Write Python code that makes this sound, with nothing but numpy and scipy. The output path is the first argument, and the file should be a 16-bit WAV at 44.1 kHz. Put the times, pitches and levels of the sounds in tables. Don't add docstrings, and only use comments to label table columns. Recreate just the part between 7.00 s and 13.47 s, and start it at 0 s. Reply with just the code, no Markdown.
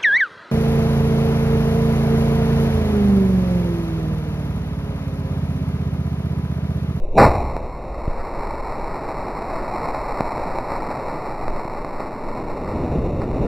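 import sys
import numpy as np
from scipy import signal
from scipy.fft import rfft, irfft, next_fast_len
from scipy.io import wavfile

SR = 44100
rng = np.random.default_rng(int(sys.argv[2]) if len(sys.argv) > 2 else 0)


def persist_wave(psi):
    counts = np.round(np.clip(psi, -1, 1) * 32767).astype(np.int16)
    wavfile.write(sys.argv[1], SR, np.atleast_2d(counts).T)


N = 285327
TIME = np.arange(N) / SR
FFT_SIZE = next_fast_len(N, real=True)
BURST_S = 0.18

# crest in seconds after the burst, level in dB, decay in dB per second.
SCATTER_TAILS = [(.08, -15, 85), (.15, -27, 15.5)]
# time in seconds, relative level in dB.
FIRE_STRENGTH = [(0.6, -36.5), (0.94, -34), (1.46, -33.5), (3.08, -30.5), (4.03, -31.5), (4.19, -33),
                 (5.06, -36.5), (5.72, -35.5), (6.12, -40), (6.46, -37.5)]
# start in seconds, relative peak in dB.
STAR_POPS = [(.565, -12), (2.282, -17), (2.886, -13.5), (2.945, -14), (3.206, 0), (3.378, -12.5),
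             (3.585, -10.5), (3.718, -9), (3.904, -17), (3.967, -20), (4.083, -15), (4.48, -12),
             (4.846, -14.5), (5.003, -11.5), (5.373, -17), (6.217, -14)]
# centre in seconds, peak in dB, half width in milliseconds.
DULL_THUMPS = [(.2575, -3, 2.6), (1.0808, -15, 2.0), (1.0798, -17.5, .65), (1.123, -18, 11),
               (3.2083, -14, .7), (4.503, -16, 9), (4.654, -21, .8)]
# crest in seconds, level in dB, half length in seconds.
SPARK_FLURRIES = [(3.196, -28.5, 0.023), (5.012, -31, 0.043), (6.228, -28.5, 0.014)]
WIND_GUSTS = [(.06, -23.5, 0.2), (1.2, -31.5, .1), (4.5, -25, 0.048)]
# crest in seconds, level in dB, rise and decay in dB per second.
ECHO_SWELLS = [(5.97, -21.5, 21, 23), (6.44, -23.5, 69, 20)]
# frequency in Hz, relative spectral density in dB.
ROAR_SPECTRUM = [(20, -35), (70, 1), (160, -6), (350, -4), (600, -1), (900, -1), (1200, -4.5), (1600, -9.5)]
SCATTER_SPECTRUM = [(20, -3), (55, 5.5), (110, 0.5), (230, -6), (420, -8), (680, -2.5), (1050, -3.5),
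                    (1350, -14.5), (1600, -15.5)]
HISS_SPECTRUM = [(40, -3.5), (100, -7), (220, -8), (380, -8), (600, -1), (900, 2), (1150, -1), (1400, -6.5),
                 (1600, -6.5)]
ECHO_SPECTRUM = [(130, -3.5), (200, -0.5), (280, -2), (380, -5), (520, -7), (600, -9.5), (740, -16.5),
                 (1200, -32), (1600, -45)]
ECHO_BASS_SPECTRUM = [(25, -6.5), (60, -1), (110, -10), (160, -5.5)]
WIND_SPECTRUM = [(4, 8.5), (10, 6), (18, 8), (28, -5), (45, -12.5), (70, -14), (150, -17.5), (500, -56)]
FIELD_SPECTRUM = [(30, -10), (150, -8), (350, 9), (600, 13), (750, -0.5), (1050, 0), (1200, -13),
                  (1600, -20)]


def blast(vent_db=-11, roar_db=2.5):
    vent = from_db(vent_db) * envelope(BURST_S, rise_db_per_s=600, fall_db_per_s=600)
    roar = from_db(roar_db) * envelope(BURST_S, rise_db_per_s=7000, fall_db_per_s=395, hold_s=0.059)
    scatter = sum(from_db(db) * envelope(BURST_S + lag, 400, fall) for lag, db, fall in SCATTER_TAILS)
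    rush = noise([(150, 0), (900, -4)])
    return vent * rush + roar * noise(ROAR_SPECTRUM) + scatter * noise(SCATTER_SPECTRUM)


def ground_rumble(level_db=-27.5, loss_db_per_cycle=0.1):
    bands = np.zeros((2, N))
    for hz in np.geomspace(23, 55, num=4):
        band = noise([(hz / 2, -25), (hz, 0), (hz * 2 ** 0.23, 0)])
        bands += band * envelope(BURST_S, rise_db_per_s=400, fall_db_per_s=loss_db_per_cycle * hz)
    return from_db(level_db) * bands / 2


def fire(swing=1, catch_s=0.48, catch_takes_s=0.93):
    times, level_db = np.transpose(FIRE_STRENGTH)
    caught = np.clip((TIME - catch_s) / catch_takes_s, 0, 1)
    return caught * from_db(swing * (np.interp(TIME, times, level_db) - level_db.mean()))


def burning_stars(hiss_db=-30, sputter_db=-38, sparks_per_s=260, size_spread_db=1.5, flicker_db=1):
    sizes = from_db(size_spread_db * np.minimum(rng.exponential(1, N), 3))
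    signs = rng.choice([-1, 1], N)
    snaps = rng.random(N) < sparks_per_s / SR
    sparks = coloured(sizes * signs * snaps, HISS_SPECTRUM)
    jet = noise(HISS_SPECTRUM, apart_db=-27.5) * from_db(flicker_db * drift(30))
    return fire() * (from_db(hiss_db) * jet + from_db(sputter_db) * sparks)


def pops(loud_gain_db=1, half_width_ms=0.24, lag_s=0.00169, small_per_s=1.7, small_db=-28):
    loud = sum(from_db(db) * pressure_pulse(s + lag_s, half_width_ms) for s, db in STAR_POPS)
    small_times = TIME[rng.random(N) < small_per_s / SR]
    small = sum(pressure_pulse(s, half_width_ms) for s in small_times)
    dull = sum(from_db(db) * pressure_pulse(s, width) for s, db, width in DULL_THUMPS)
    return from_db(loud_gain_db) * loud + from_db(small_db) * fire() * small + dull


def flurries():
    return swells(SPARK_FLURRIES) * noise([(500, 0), (1500, 0)])


def grass_fire(base_db=-39, spread_db_per_s=0.5, flutter_db=2.5):
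    level_db = base_db + spread_db_per_s * (TIME - TIME.mean()) + flutter_db * drift(25)
    return fire(swing=0.49) * from_db(level_db) * noise([(160, 0), (420, 0)])


def far_echo(bass_db=0.5, bass_lag_s=0.014, bass_extra_db_per_s=22, waver_db=0.5):
    rush = sum(from_db(db) * envelope(s, rise, fall) for s, db, rise, fall in ECHO_SWELLS)
    bass = sum(from_db(db + bass_db) * envelope(s + bass_lag_s, rise + bass_extra_db_per_s, fall)
               for s, db, rise, fall in ECHO_SWELLS)
    roll = rush * noise(ECHO_SPECTRUM) + bass * noise(ECHO_BASS_SPECTRUM)
    return roll * from_db(waver_db * drift(40))


def air(wind_db=-32.5, unrest_db=1.5, field_db=-36):
    wind = from_db(wind_db - unrest_db * drift(2.8)) + swells(WIND_GUSTS)
    return wind * noise(WIND_SPECTRUM, apart_db=-45) + from_db(field_db) * noise(FIELD_SPECTRUM)


def from_db(db):
    return 10 ** (np.asarray(db) / 20)


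def coloured(x, spectrum):
    hz = np.maximum(np.fft.rfftfreq(FFT_SIZE, 1 / SR), 1)
    points_hz, level_db = np.transpose(spectrum)
    shape = from_db(np.interp(np.log(hz), np.log(points_hz), level_db))
    treble_loss = 1 + (hz / points_hz[-1]) ** 24
    bass_loss = 1 + (points_hz[0] / 2 / hz) ** 2
    shaped = irfft(rfft(x, FFT_SIZE) * shape / (treble_loss * bass_loss), FFT_SIZE)[..., :N]
    return shaped / np.sqrt(np.mean(shaped ** 2) + 1e-20)


def noise(spectrum, apart_db=-35):
    shared, left, right = rng.standard_normal((3, N))
    return coloured(shared + from_db(apart_db) * np.array([left, right]), spectrum)


def drift(knots_per_s):
    knots = rng.standard_normal(2000)
    return np.interp(TIME * knots_per_s, np.arange(len(knots)), knots)


def pressure_pulse(centre_s, half_width_ms):
    offset = (TIME - centre_s) * 1000 / half_width_ms
    return -offset * np.exp(.5 - .5 * np.minimum(offset ** 2, 200))


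def envelope(crest_s, rise_db_per_s, fall_db_per_s, hold_s=0):
    before = np.maximum(crest_s - TIME, 0)
    after = np.maximum(TIME - crest_s - hold_s, 0)
    return from_db(-np.minimum(rise_db_per_s * before + fall_db_per_s * after, 200))


def swells(rows):
    return sum(from_db(db) * np.exp(-.5 * ((TIME - s) / length) ** 2) for s, db, length in rows)


def scene():
    burst = blast() + ground_rumble()
    burning = burning_stars() + grass_fire() + flurries() + pops()
    return burst + burning + far_echo() + air()


def record(dry, ceiling=0.68, band_hz=1650, slowed_rate_hz=3200.02, treble_lift=0.13, cutoff_hz=15800):
    saturated = ceiling * np.tanh(dry / ceiling)
    narrow = signal.sosfiltfilt(signal.butter(8, band_hz, fs=SR, output="sos"), saturated)
    ticks = np.arange(0, TIME[-1], 1 / slowed_rate_hz)
    samples = [np.interp(ticks, TIME, side) for side in narrow]
    joined = np.array([np.interp(TIME, ticks, side) for side in samples])
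    bright = signal.lfilter([1 + treble_lift, -treble_lift], [1], joined)
    faded = bright * np.clip((TIME[-1] - TIME) / .004, 0, 1)
    return signal.sosfilt(signal.ellip(10, .1, 90, cutoff_hz, fs=SR, output="sos"), faded)


dry = scene()
out = record(dry)
persist_wave(out)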